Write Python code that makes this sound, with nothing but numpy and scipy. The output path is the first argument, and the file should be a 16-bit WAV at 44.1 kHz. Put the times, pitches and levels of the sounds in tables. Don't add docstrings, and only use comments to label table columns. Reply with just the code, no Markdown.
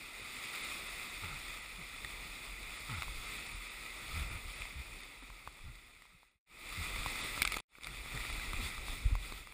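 import sys
import numpy as np
from scipy import signal
from scipy.fft import rfft, irfft, next_fast_len
from scipy.io import wavfile
from scipy.ndimage import uniform_filter1d, map_coordinates

SR = 44100
rng = np.random.default_rng(int(sys.argv[2]) if len(sys.argv) > 2 else 0)


def to_linear_factor(level_db):
    exponent = np.asarray(level_db, float) / 20
    return 10 ** exponent


def store_wav(level_fs):
    pcm = np.round(np.clip(np.atleast_2d(level_fs), -1, 1) * 32767)
    wavfile.write(sys.argv[1], SR, pcm.T.astype(np.int16))


N = 420273


def unit(x):
    return x / np.sqrt(np.mean(x ** 2) + 1e-20)


def along(points, hz):
    f, v = np.transpose(points)
    return np.interp(np.log(hz + 1), np.log(f + 1), v)


def curves(rows):
    s, *cols = np.transpose(rows)
    return [np.interp(np.arange(N) / SR, s, c) for c in cols]


def swells(rows):
    s, half, *cols = np.transpose(rows)
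    t = np.arange(0, N / SR + 1, 0.002)
    bells = np.exp(-((t[:, None] - s) / half) ** 2)
    return curves(np.column_stack([t] + [bells @ c for c in cols]))


def wobble(rate):
    return map_coordinates(rng.standard_normal(int(N * rate / SR) + 4), [np.arange(N) * rate / SR])


def humps(modes, hz, order):
    return sum(to_linear_factor(db) ** 2 / (1 + (2 * (hz - c) / w) ** 2) ** order for c, w, db in modes)


def above(hz, edge_hz):
    return 1 / (1 + (edge_hz / (hz + 1)) ** 6)


def coloured(x, power):
    m = 2 * next_fast_len(N // 2 + SR // 2)
    cep = irfft(np.log(power(np.fft.rfftfreq(m, 1 / SR)) + 1e-12) / 2, m)
    cep[1:m // 2] *= 2
    cep[m // 2 + 1:] = 0
    return irfft(rfft(x, m) * np.exp(rfft(cep)), m)[:N]


def add(track, s, sound):
    part = track[round(s * SR):][:len(sound)]
    part += sound[:len(part)]


def housing(x):
    # centre in Hz, width in Hz, level in dB.
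    resonances = [(1270, 310, -2), (2047, 308, 2), (2310, 540, 0.5), (2480, 306, 1), (3500, 330, -4),
                  (3800, 630, -8.5), (4620, 1100, -12.5), (5440, 410, -19), (5550, 250, -22.5),
                  (6470, 370, -18.5), (6950, 650, -17.5), (7370, 640, -17), (8374, 690, -12.5),
                  (9556, 390, -10.5), (9900, 290, -12), (10710, 450, -23), (12880, 300, -32),
                  (13360, 330, -21.5), (13820, 280, -21), (14280, 510, -13), (14800, 400, -19)]
    # frequency in Hz, level in dB.
    leak = [(500, -19.5), (1500, -21), (3000, -13), (5200, -19), (6050, -41), (7500, -19), (10500, -29.5),
            (12200, -37), (13600, -48), (15000, -45)]
    return coloured(x, lambda hz: humps(resonances, hz, order=2) + to_linear_factor(along(leak, hz)) ** 2)


def patchy(patchy_db):
    z = signal.stft(rng.standard_normal(N + 512), nperseg=512)[2]
    field = uniform_filter1d(rng.standard_normal(z.shape), 8, 0)
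    field = uniform_filter1d(field, 10, 1)
    return unit(signal.istft(z * to_linear_factor(patchy_db * unit(field)), nperseg=512)[1][:N])


def foam(rate):
    burst = rng.random(N) < rate / SR * to_linear_factor(4 * wobble(20))
    sizes = burst * to_linear_factor(3 * np.minimum(rng.exponential(size=N), 3))
    puff = np.exp(-np.arange(200) / (0.0013 * SR))
    return unit(signal.fftconvolve(sizes, puff)[:N] * rng.standard_normal(N))


def river():
    # time in seconds, roar in dB, mount rocking in dB.
    flow = [(0, -53, -63), (.5, -46.5, -63.5), (1.0, -47.5, -55), (1.7, -52, -55.5), (2.3, -50.5, -54),
            (3.8, -51.5, -57.5), (4.65, -51.5, -54), (4.8, -53.5, -58), (5.5, -53.5, -57),
            (6.42, -49.5, -57), (6.85, -46, -51.5), (7.6, -44, -51), (7.7, -53.5, -59),
            (8.04, -51.5, -50.5), (8.2, -47, -48), (8.55, -47.5, -49.5), (9.13, -55, -45.5),
            (9.52, -59, -58.5)]
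    # time in seconds, half length in seconds,
    # roar swell in dB, extra spray in dB.
    surges = [(.7, 0.073, 1.5, 0.5), (1.31, 0.16, -2.5, 1.5), (1.45, 0.079, 2.5, -0.5),
              (2.03, 0.088, 0.5, 0.5), (2.4, 0.08, 0.5, 0), (2.74, 0.069, 1, 0), (2.89, .05, -1, 0.5),
              (3.0, 0.13, 1, 2), (3.31, 0.16, 4, 0.5), (4.0, 0.18, 1.5, 0), (4.19, 0.084, 3.5, 0.5),
              (4.58, 0.077, 1, 0.5), (7.24, 0.059, 2.5, 0), (6.32, .05, -0.5, -1),
              (7.45, 0.038, -3.5, -1.5), (7.59, 0.041, -8, -1.5), (7.8, 0.013, -7, 1),
              (8.65, 0.043, 4, 2.5), (.45, 0.074, 0, 0.5), (7.5, 0.014, -3, 0), (7.555, .008, 1, 3),
              (5.19, .05, -0.5, -1), (8.73, 0.021, 0, -0.5), (8.95, 0.084, 3.5, 2), (9.27, 0.071, 5, 1.5),
              (9.39, 0.057, 4.5, 1.5)]
    # time in seconds, half length in seconds,
    # change of rocking in dB.
    lurches = [(.82, .08, -3), (1.1, 0.11, -6), (1.33, .07, 4), (1.55, .12, -0.5), (2.12, .1, 3),
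               (2.64, 0.048, -2), (3.0, 0.13, 5), (3.26, 0.2, 7), (4.09, 0.067, 9.5), (4.31, 0.14, 12),
               (4.42, 0.022, -4), (4.53, .03, -3), (4.7, .04, -4), (1.7, .05, -1), (1.88, .05, 0.5),
               (7.7, .1, -3.5), (5.22, 0.046, -5), (4.2, .05, 2), (3.4, 0.066, -4), (4.92, 0.076, 6.5),
               (5.72, 0.17, 7), (6.97, 0.086, 8), (7.26, 0.11, 1.5), (8.4, 0.045, 1), (8.6, 0.022, 8),
               (8.8, 0.049, 5.5), (9.15, 0.032, 5), (9.33, .04, 4)]
    # frequency in Hz, level in dB.
    body = [(40, -32.5), (80, -4.5), (160, -5.5), (300, -4), (600, -9), (1000, -7.5), (1400, -21.5),
            (2500, -53)]
    # centre in Hz, width in Hz, level in dB.
    mount = [(42.8, 17, 0), (58, 30, -12), (28.2, 14, -4)]
    # centre in Hz, width in Hz, level in dB.
    slosh = [(102, 123, -18.5)]
    wash_over_roar_db, surge_share, rocking_share = -9, 0.73, 0.13

    flow_db, rock_db = curves(flow)
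    surge_db, spray_db = swells(surges)
    lurch_db, = swells(lurches)
    rock_db = rock_db + lurch_db
    churn_db = 0.33 * wobble(4.7) + 0.5 * wobble(25)

    roar = unit(housing(patchy(patchy_db=0.76) + to_linear_factor(-8.0) * foam(370)))
    spray = coloured(roar, lambda hz: above(hz, 2100))
    wash = unit(coloured(patchy(patchy_db=1.5), lambda hz: to_linear_factor(along(body, hz)) ** 2))
    rock = unit(coloured(rng.standard_normal(N), lambda hz: humps(mount + slosh, hz, order=2)))

    brighter = roar + (to_linear_factor(spray_db + 1.55) - 1) * spray
    air = to_linear_factor(flow_db + surge_db + churn_db + 2.5) * brighter
    wash_db = flow_db + wash_over_roar_db + surge_share * surge_db + churn_db
    wash_db = wash_db + rocking_share * (rock_db - flow_db)
    return air + to_linear_factor(wash_db) * wash + to_linear_factor(rock_db - 0.5 + 0.94 * wobble(7.5)) * rock


def ring(modes, hz, t, detune):
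    out = 0
    for (multiple, db, t60), d in zip(modes, detune):
        mode_hz = hz * multiple * (1 + 0.025 * d)
        out = out + to_linear_factor(db - 60 * t / t60) * np.sin(2 * np.pi * mode_hz * t)
    return out * (1 - np.exp(-t / 0.00036))


def drops():
    # time in
    # seconds, hollow tap in dB, sharp tick against the tap in dB, tap in Hz, tick in Hz.
    single_drops = [(2.047, -41, 10.5, 1200, 2050), (2.895, -39, -14, 1270, 2380),
                    (3.021, -32, -3.5, 1350, 2300), (3.0224, -48.5, 15.5, 1100, 2370),
                    (3.0312, -36.5, -5, 1150, 2130), (3.081, -40, -11, 1020, 2310),
                    (4.62, -48, 14, 1280, 2520), (4.654, -44.5, 5, 950, 2170),
                    (5.302, -42, -10, 1090, 2400), (5.475, -29, -16, 1130, 2290),
                    (6.021, -40, 6, 1240, 2130), (6.054, -40.5, -8, 1030, 2130),
                    (6.231, -34, -14, 990, 2130), (6.96, -41, 8, 1110, 2300),
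                    (7.061, -27.5, -8, 1075, 2050), (.415, -57, 13, 1250, 2120),
                    (0.441, -60, 13, 1250, 2550), (1.243, -46, 10, 1250, 2370), (4.161, -45, 1, 1250, 2480),
                    (5.224, -50, -4, 1000, 2300), (5.591, -47, -11, 1100, 2300),
                    (6.79, -51, 11, 1250, 2180), (7.033, -47, 11, 1250, 2460), (3.351, -49, 9, 1250, 2300),
                    (8.059, -42, -10, 1220, 2190), (8.175, -41, 5, 1350, 1950), (8.25, -39.5, 5, 1380, 2000),
             (8.3, -40, 3, 1290, 1990), (8.12, -49, 8, 1290, 2470), (8.205, -47, 11, 1290, 2050),
             (8.376, -55, -3, 990, 2380), (8.3968, -38, 2, 1520, 2410), (8.533, -33.5, -2, 1180, 2170),
             (8.78, -39.5, -9, 1300, 2480), (8.883, -37, -17, 1130, 2310), (8.931, -55, 6, 1230, 2250),
             (9.153, -33.5, -5, 1070, 2130), (9.323, -39.5, 1.5, 1090, 2340), (9.472, -43.5, 0, 1210, 2150),
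             (9.523, -48.5, 4, 1220, 2500)]
    # time in seconds,
    # tap in dB, tick against it in dB, fine spit against it in dB, tap in Hz.
    splash = [(7.377, -33, -4, -8, 1250), (7.4196, -27, 10, 5, 1700), (7.428, -51.5, 10, 23, 1230),
              (7.4508, -27, -2, -1.5, 1280), (7.4534, -31.5, -7, -1, 1500), (7.475, -36.5, 11, 7, 1670),
              (7.5204, -34.5, 2, 4.5, 1370), (7.5265, -54.5, 14, 9, 1370), (7.5315, -52, 12, 6, 1370),
              (7.5416, -43, 14.5, 7, 1370), (7.5649, -46, 4, 8, 1300), (7.5686, -31, -9, -3, 1190),
              (7.571, -36, -9, -5, 1280), (7.5843, -48, 8, 4, 1180), (7.589, -46, -6, -4, 1000),
              (7.601, -44.5, -2, 4, 1110), (7.72, -47, -2, -8.5, 1190), (7.753, -41, 4.5, -11, 1500),
              (7.785, -41, -4, -12, 1220), (7.81, -54, 12, 1, 1120), (7.834, -48.5, 6, 10, 1410),
              (7.8448, -53, 8, 16.5, 1300), (7.870, -37, 3, -1, 1390)]
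    # time in seconds, level in dB.
    knocks = [(3.081, -42), (6.964, -35), (7.064, -34), (7.377, -29), (7.4199, -24.5), (7.451, -35),
              (7.541, -37), (7.568, -28), (7.785, -35), (8.06, -37), (8.252, -38), (8.301, -40),
              (8.533, -37), (9.323, -32.5)]
    # multiple of the tap, level in dB, t60 in seconds.
    shell = [(.58, -11, 0.0078), (.8, -9, 0.013), (1, 6.5, 0.0099), (1.25, -6, 0.007)]
    # multiple of the tick, level in dB, t60 in seconds.
    cavity = [(.96, 4, 0.013), (1.06, -10, .009)]
    # multiple of the splash tick, level in dB, t60 in seconds.
    seam = [(1.6, -2.5, 0.0096), (3.55, -8, 0.0069)]
    splash_tick_hz, knock_db, kick_db, ping_db = 2350, -18, -17.5, -17

    rings, spits, pings = np.zeros(N), np.zeros(N), np.zeros(N)
    t = np.arange(SR // 8) / SR
    knock = np.sin(2 * np.pi * 330 * t) * to_linear_factor(-60 * t / 0.0056)
    kick = np.sin(2 * np.pi * 47 * t) * to_linear_factor(-60 * t / 0.1)
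    hits = [(*row, splash_tick_hz) for row in splash]
    for s, db, tick_db, tap_hz, tick_hz in single_drops:
        hits.append((s, db, tick_db, -6 + 0.5 * tick_db, tap_hz, tick_hz))

    for s, db, tick_db, spit_db, tap_hz, tick_hz in hits:
        detune, hiss = rng.standard_normal((2, len(t)))
        spit = hiss * (1 - np.exp(-t / 0.0004)) * to_linear_factor(-60 * t / 0.0065)
        add(rings, s, to_linear_factor(db) * ring(shell, tap_hz, t, detune))
        add(rings, s, to_linear_factor(db + tick_db) * ring(cavity, tick_hz, t, detune[3:]))
        add(rings, s, to_linear_factor(db + spit_db) * ring(seam, splash_tick_hz, t, detune[6:]))
        add(rings, s, to_linear_factor(db + knock_db) * knock + to_linear_factor(db + kick_db) * kick)
        add(pings, s, to_linear_factor(db + ping_db - 60 * t / 0.005) * hiss)
        add(spits, s, to_linear_factor(db + spit_db + 36.5) * spit / np.linalg.norm(spit))
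    for s, db in knocks:
        add(rings, s, to_linear_factor(db) * knock)

    clicks = coloured(pings, lambda hz: above(hz, 11000) ** 2)
    spits = coloured(spits, lambda hz: above(hz, 3300) / (1 + (hz / 5500) ** 2) + to_linear_factor(-4) * above(hz, 9800))
    return rings + clicks + housing(spits)


def gulps():
    # start in seconds, length in seconds, first beat in Hz,
    # level in dB, hiss in dB.
    deep = [
        (1.224, 0.082, 118, -43.5, -47),
        (2.89, 0.14, 135.8, -42.5, -48),
        (4.14, 0.12, 93, -37, -53),
        (4.754, 0.075, 72, -40.5, -65),
        (5.639, 0.086, 79.5, -40, -55.5),
        (6.776, 0.062, 105, -37.5, -63),
        (8.621, 0.057, 109, -40, -57),
    ]
    # start in seconds, length in seconds, first beat in Hz,
    # level in dB, hiss in dB.
    burps = [(1.29, 0.094, 161, -54, -51), (4.3, 0.092, 110, -45, -53.5), (1.78, .06, 180, -54.5, -62),
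             (9.108, .016, 296, -48, -62), (9.035, .02, 304, -55, -60), (5.222, 0.0222, 307, -54, -58),
             (6.12, .05, 200, -52, -58), (1.93, 0.037, 330, -59, -57), (5.68, 0.045, 150, -43, -67),
             (7.872, 0.092, 147, -53, -59), (8.142, 0.0366, 136, -43.5, -53),
             (8.586, 0.036, 297, -46.5, -64)]
    # centre in Hz, width in Hz, level in dB.
    folding = [(183, 82, -6), (450, 280, -15), (870, 150, -5.5), (1350, 180, 1)]
    full_hz, burp_sag = 61.4, 0.733

    beats, hiss = np.zeros(N), np.zeros(N)
    uneven, shake = wobble(45), wobble(60)
    pockets = [(*row, full_hz) for row in deep] + [(*row, burp_sag * row[2]) for row in burps]
    for s, length, first_hz, db, hiss_db, last_hz in pockets:
        u = np.linspace(0, 1, round(length * SR))
        here = slice(round(s * SR), round(s * SR) + len(u))
        beat_hz = first_hz * (last_hz / first_hz) ** u ** 0.856 * (1 + 0.064 * uneven[here])
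        turn = 2 * np.pi * np.cumsum(beat_hz) / SR
        swell = np.sin(np.pi * u ** 0.6) ** 0.47 * to_linear_factor(1.5 * shake[here])
        lopsided = np.sin(turn) - 0.22 * np.cos(2 * turn) + 0.079 * np.sin(3 * turn)
        add(beats, s, to_linear_factor(db) * swell * lopsided)
        add(hiss, s, to_linear_factor(hiss_db) * swell * (1 + 0.38 * np.sin(turn)))
    duller = coloured(rng.standard_normal(N), lambda hz: 1 / (1 + (hz / 1800) ** 2))
    gurgle = coloured(rng.standard_normal(N), lambda hz: humps(folding, hz, order=2))
    return beats + hiss * (unit(housing(duller)) + to_linear_factor(-4.5) * unit(gurgle))


def slaps():
    # deepest push in seconds, push in dB, half length of the push in seconds, after-swing in dB.
    hull_slaps = [(1.485, -47, 0.012, -14), (2.053, -45.5, 0.0076, -4.5), (3.157, -36.5, 0.015, -16),
                  (3.551, -38.5, 0.0085, -3), (4.458, -38.5, 0.0095, -3), (4.609, -39.5, 0.0074, -1),
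                  (5.3, -45, 0.0056, 3), (5.477, -39, 0.0064, -9), (5.97, -46, .008, -7),
                  (6.151, -41, 0.0043, -6), (6.36, -37, .005, -8.5), (7.068, -36.5, 0.0055, -9),
                  (5.63, -37.5, 0.019, -4), (6.992, -31.5, 0.01, -16), (7.41, -40, 0.0058, -22),
                  (8.309, -40.5, 0.006, 6), (8.487, -34.5, 0.01, -6), (8.541, -35, 0.0042, -1),
                  (8.569, -30.5, 0.0121, -11), (8.899, -34, 0.0126, -3), (8.149, -46, 0.0062, -16),
                  (9.063, -19.5, 0.008, -24), (9.13, -21, 0.0085, -6.5)]
    out, t = np.zeros(N), np.arange(-SR // 20, SR // 3) / SR
    for s, db, half, swing_db in hull_slaps:
        u = t / (half * np.where(t < 0, 0.52, 0.27))
        push = np.where(t < 0, u * u - 1, -1) * np.exp(-u * u / 2)
        push += 0.43 * np.exp(-((t / half - 1.55) / 0.6) ** 2)
        late = np.maximum(t - 2.25 * half, 0)
        swing = -to_linear_factor(swing_db - 60 * late / 0.27) * np.sin(2 * np.pi * 41 * late)
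        add(out, s + t[0], to_linear_factor(db) * (push + swing))
    return out


def swirl():
    # start in seconds, length in seconds, first pitch in Hz, last pitch in Hz, level in dB.
    jets = [
        (8.601, 0.067, 3850, 4800, -51),
    ]
    out, flutter = np.zeros(N), wobble(357)
    for s, length, first_hz, last_hz, db in jets:
        u = np.linspace(0, 1, round(length * SR))
        turn = 2 * np.pi * np.cumsum(first_hz + (last_hz - first_hz) * u) / SR
        add(out, s, to_linear_factor(db) * np.sin(np.pi * u) * flutter[:len(u)] * np.sin(turn))
    return out


def thinned(x, under_db):
    hz, _, z = signal.stft(x, SR, nperseg=2048)
    patch = uniform_filter1d(np.abs(z) ** 2, size=7, axis=0)
    loud = uniform_filter1d(patch[(hz > 1800) & (hz < 5000)].mean(axis=0), size=5)
    return signal.istft(z * (patch > loud * to_linear_factor(under_db) ** 2), SR, nperseg=2048)[1][:N]


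def band_power(x, low_hz, high_hz):
    band = signal.butter(2, [low_hz, high_hz], "band", fs=SR, output="sos")
    return np.abs(uniform_filter1d(signal.sosfilt(band, x) ** 2, size=1800))


def starved(x):
    # start in seconds, end in seconds.
    gaps = [
        (7.449, 7.46),
        (7.508, 7.519),
        (7.6, 7.62),
    ]
    hz, t, z = signal.stft(x, SR, nperseg=256)
    at = np.minimum((t * SR).astype(int), N - 1)
    gap = (wobble(70)[at] > 1.7) | np.any([(t > a) & (t < b) for a, b in gaps], axis=0)
    z[hz > 12300] *= 1 - 0.99 * np.minimum(1.5 * uniform_filter1d(1. * gap, size=3), 1)
    holed = signal.istft(z, SR, nperseg=256)[1][:N]

    roar = band_power(x, 1800, 5000)
    strong = band_power(x, 60, 200) > roar * to_linear_factor(-1 + 2 * wobble(20)) ** 2
    fizz = unit(coloured(rng.standard_normal(N), lambda f: (f > 11800) & (f < 12250)))
    return holed + to_linear_factor(-38) * np.sqrt(roar) * uniform_filter1d(1. 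* strong, size=300) * fizz


def editor():
    # start in seconds, length in seconds.
    fade_ins = [
        (6.46, 0.34),
        (7.678, 0.2),
    ]
    fade_out_s, silent_s = 4.71, 6.394
    cut_s, tail_s, tail_db, tail_db_per_s = 7.6075, 0.036, -35, -340
    t = np.arange(N) / SR

    def ramp(start, length):
        return np.clip((t - start) / length, 0, 1)

    out = 1 - ramp(fade_out_s, silent_s - fade_out_s)
    tail = to_linear_factor(tail_db + tail_db_per_s * np.maximum(t - cut_s, 0)) * (t < cut_s + tail_s)
    cut = np.where(t < cut_s, ramp(*fade_ins[0]) ** 0.99, tail)
    back = ramp(*fade_ins[1]) ** 1.4
    return np.maximum(out + cut + back, to_linear_factor(-58))


def scene():
    return (river() + drops() + gulps() + slaps() + swirl())[None]


def roll_off(x):
    return signal.sosfilt(signal.butter(12, 16300, fs=SR, output="sos"), x)


def record(dry):
    top_hz = 15120
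    kept = coloured(dry[0], lambda hz: above(hz, 12) * (to_linear_factor(-40) + 1 / (1 + (hz / top_hz) ** 800)))
    faded = starved(thinned(kept, under_db=-27.0)) * editor()
    return roll_off(faded[None])


dry = scene()
out = record(dry)
store_wav(out)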